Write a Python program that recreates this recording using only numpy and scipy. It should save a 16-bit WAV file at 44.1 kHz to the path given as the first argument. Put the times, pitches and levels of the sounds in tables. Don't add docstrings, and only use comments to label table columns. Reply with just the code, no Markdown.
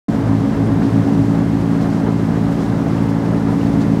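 import sys
import numpy as np
from scipy import signal
from scipy.fft import rfft, irfft
from scipy.io import wavfile
from scipy.ndimage import uniform_filter1d

SR = 44100
rng = np.random.default_rng(int(sys.argv[2]) if len(sys.argv) > 2 else 0)


def generate_wav(signal):
    frames = np.transpose(np.atleast_2d(signal))
    scaled = np.clip(frames, -1, 1) * 32767
    pcm = np.round(scaled).astype(np.int16)
    wavfile.write(sys.argv[1], SR, pcm)


N = 176400

# (time [s], firing rate [Hz])
NEAR_FIRING_HZ = [(0.2, 55.61), (0.45, 55.44), (0.8, 55.75), (1.3, 55.88), (1.9, 55.72), (2.4, 55.81),
                  (2.9, 55.65), (3.4, 55.83), (3.8, 55.84)]
ORDERS = (5, 6, 7, 9, 10, 11, 12, 15, 16, 18, 20, 23, 24, 27, 30)
NEAR_LINES_DB = [-40, -24.5, -31, -22, -41, -27.5, -24, -21, -40.5, -37, -39.5, -41, -40.5, -52.5, -43.5]
FAR_LINES_DB = [-44, -24.5, -32, -26, -43, -32, -27.5, -24.5, -41, -35, -41, -45, -40, -49, -49]
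SWELL_ORDERS = (6, 9, 15)
# (time [s], gain [dB] for each of SWELL_ORDERS)
SWELLS_DB = [(.3, 2.4, -3, -2), (.7, 0.34, -0.93, -0.63), (1.1, 1.9, -1.9, 2.8), (1.5, -0.23, 1.7, 1.3),
             (2.2, -.5, 0.96, -0.83), (3, -0.12, -0.72, -1.45), (3.8, -2.7, .5, -0.28)]
# (time [s], gain [dB])
NEAR_GAIN_DB = [(.1, -0.5), (.6, -1.5), (1.2, 0.6), (1.8, -0.7), (2.3, -0.1), (3.1, -0.24), (3.9, 2.1)]
FAR_GAIN_DB = [(.1, -.5), (.9, 1), (1.15, 0), (1.45, -10), (1.8, -16), (4, -19)]
# (frequency [Hz], relative density [dB])
RUMBLE_SPECTRUM = [(20, -35), (32, -30), (43, -11), (58, -7), (75, -11.5), (92, -5.5), (135, -1.5),
                   (240, -2.5), (300, -1.5), (370, -9), (520, -23), (1200, -71)]
ROAR_SPECTRUM = [(150, -6), (420, 0), (520, -3), (640, -2), (820, -4), (1050, -8), (1350, -12.5),
                 (1700, -15), (2050, -20), (2400, -26.5), (4000, -35.5), (9000, -55.5)]
WASH_SPECTRUM = [(500, -10.5), (1500, 3.5), (2800, -0.5), (4000, -3), (5300, -4), (7000, -8), (8700, -10.5),
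                 (10000, -14.5), (12000, -16.5), (15500, -23.5)]
# (frequency [Hz], level [dB])
WHINE_TONES = [(569, -47), (1997, -60.5), (2110, -55)]
# (start [s], level before envelope [dB], decay [s], centre [Hz])
PADDLE_SPLASHES = [(.65, -49, 0.023, 6000), (.82, -45, .1, 3300), (1.206, -52, 0.23, 5200),
                   (1.808, -45, .04, 4000), (1.92, -48.5, .1, 4800), (2.51, -51, .03, 8000),
                   (2.596, -46, 0.077, 4200), (3.022, -53, .04, 7000), (3.086, -49, 0.036, 5000),
                   (3.244, -48, .04, 4500), (3.503, -51, 0.039, 6000), (3.613, -49, .02, 3800),
                   (3.71, -52, .03, 4000), (3.804, -39, .03, 3700)]
# (start [s], peak level [dB], initial pitch [Hz])
FAT_DRIPS = [(2.597, -40, 3300), (2.981, -32, 2650), (3.612, -32, 2750), (3.817, -39, 4250)]


def exhaust(firings, lines_db, swells_db, firings_per_turn=3, scatter_db=1.0):
    strength = undb(scatter_db * np.interp(firings - firings[0], np.arange(400), rng.standard_normal(400)))
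    shaft_rad = 2 * np.pi * firings / firings_per_turn
    tone = 0
    for order, db in zip(ORDERS, lines_db):
        smear_rad = .018 * (order - 11) ** 2 + .035 * walk(4.35)
        wave = np.sin if order % firings_per_turn else np.cos
        gain = undb(db + swells_db.get(order, 0) + .5 * walk(4.7))
        tone += gain * wave(order * shaft_rad + smear_rad)
    return -np.sqrt(2) * tone * strength


def engines(t, far_firing_hz=54.08, in_step_s=.9805, far_lag_s=.0002):
    near_firings = np.cumsum(curve(t, NEAR_FIRING_HZ)) / SR
    near_firings -= np.interp(in_step_s, t, near_firings)
    far_firings = far_firing_hz * (t - in_step_s - far_lag_s)
    times_s, *columns_db = np.array(SWELLS_DB).T
    swells_db = {order: np.interp(t, times_s, db) for order, db in zip(SWELL_ORDERS, columns_db)}
    near = exhaust(near_firings, NEAR_LINES_DB, swells_db) * undb(curve(t, NEAR_GAIN_DB))
    far = exhaust(far_firings, FAR_LINES_DB, {}) * undb(curve(t, FAR_GAIN_DB))
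    return near + far


def machinery(t, rumble_db=-22.5, roar_db=-27, hum_db=-37, hum_hz=60.6):
    rumble = noise(RUMBLE_SPECTRUM) * undb(rumble_db)
    roar = noise(ROAR_SPECTRUM) * undb(roar_db + .87 * walk(45.07))
    tones = undb(hum_db) * np.sin(2 * np.pi * hum_hz * t)
    for hz, db in WHINE_TONES:
        gain = undb(db + 2 * walk(5.13))
        pitch_hz = hz * (1 + .00298 * walk(20))
        tones += gain * np.sin(2 * np.pi * np.cumsum(pitch_hz) / SR)
    return rumble + roar + np.sqrt(2) * tones


def wash(level_db=-43.5):
    return noise(WASH_SPECTRUM) * undb(level_db + .5 * walk(4.6) + .5 * walk(60))


def splashes(t, attack_s=.0032, width_ratio=1.17, grain_db=.5):
    out = np.zeros(N)
    for start_s, db, decay_s, hz in PADDLE_SPLASHES:
        age_s = np.maximum(t - start_s, 0)
        envelope = (1 - np.exp(-age_s / attack_s)) * np.exp(-(age_s / decay_s) ** 2)
        grains = rng.standard_normal(N) * undb(-grain_db * walk(700))
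        band = signal.iirpeak(hz, 1 / width_ratio, fs=SR)
        spray = signal.lfilter(*band, signal.lfilter(*band, grains))
        out += level(spray, db) * envelope
    return out


def drips(t, decay_s=.0045, chirp_per_s=3.4):
    out = np.zeros(N)
    for start_s, db, hz in FAT_DRIPS:
        age_s = np.maximum(t - start_s, 0)
        phase_rad = 2 * np.pi * hz * age_s * (1 + chirp_per_s * age_s)
        out += undb(db) * np.exp(-age_s / decay_s) * np.sin(phase_rad)
    return out


def bubbles(rate_per_s=500, low_hz=1500, high_hz=12000, decay_cycles=6.1, tilt_db_per_oct=-3, level_db=-52):
    out = np.zeros(N + SR)
    for when, pitch, size, ring in rng.random((int(rate_per_s * N / SR), 4)):
        hz = low_hz * (high_hz / low_hz) ** pitch
        decay_s = decay_cycles * (.5 + ring) / hz
        age_s = np.arange(int(4 * decay_s * SR)) / SR
        gain = undb(-4 * np.log(1 - .99 * size) + tilt_db_per_oct * np.log2(hz / low_hz))
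        phase_rad = 2 * np.pi * hz * age_s * (1 + .129 * age_s / age_s[-1])
        start = int(when * N)
        out[start:start + len(age_s)] += gain * np.exp(-age_s / decay_s) * np.sin(phase_rad)
    return level(out[:N], level_db)


def undb(db):
    return 10 ** (np.asarray(db) / 20)


def level(x, db):
    return x * undb(db) / np.sqrt(np.mean(x ** 2))


def curve(t, rows):
    return np.interp(t, *np.array(rows).T)


def walk(rate_hz):
    hold = int(SR / rate_hz)
    steps = np.repeat(rng.standard_normal(N // hold + 2), hold)
    return 1.38 * uniform_filter1d(uniform_filter1d(steps, hold), hold)[:N]


def noise(spectrum):
    hz, db = np.array(spectrum, float).T
    bins_hz = np.maximum(np.fft.rfftfreq(N, 1 / SR), 1)
    gain = undb(np.interp(np.log(bins_hz), np.log(hz), db))
    return level(irfft(rfft(rng.standard_normal(N)) * gain, N), 0)


def scene():
    t = np.arange(N) / SR
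    return (engines(t) + machinery(t) + wash() + splashes(t) + drips(t) + bubbles())[None]


def record(dry, low_cut_hz=38, high_cut_hz=15700, onset_s=.083):
    bins_hz = np.fft.rfftfreq(N, 1 / SR)
    thinned = irfft(rfft(dry) * (1 - np.exp(-(bins_hz / low_cut_hz) ** 8)), N)
    gate = np.clip((np.arange(N) / SR - onset_s) / .002, 0, 1)
    lowpass = signal.ellip(10, .2, 80, high_cut_hz, fs=SR, output="sos")
    return signal.sosfilt(lowpass, thinned * gate)


dry = scene()
out = record(dry)
generate_wav(out)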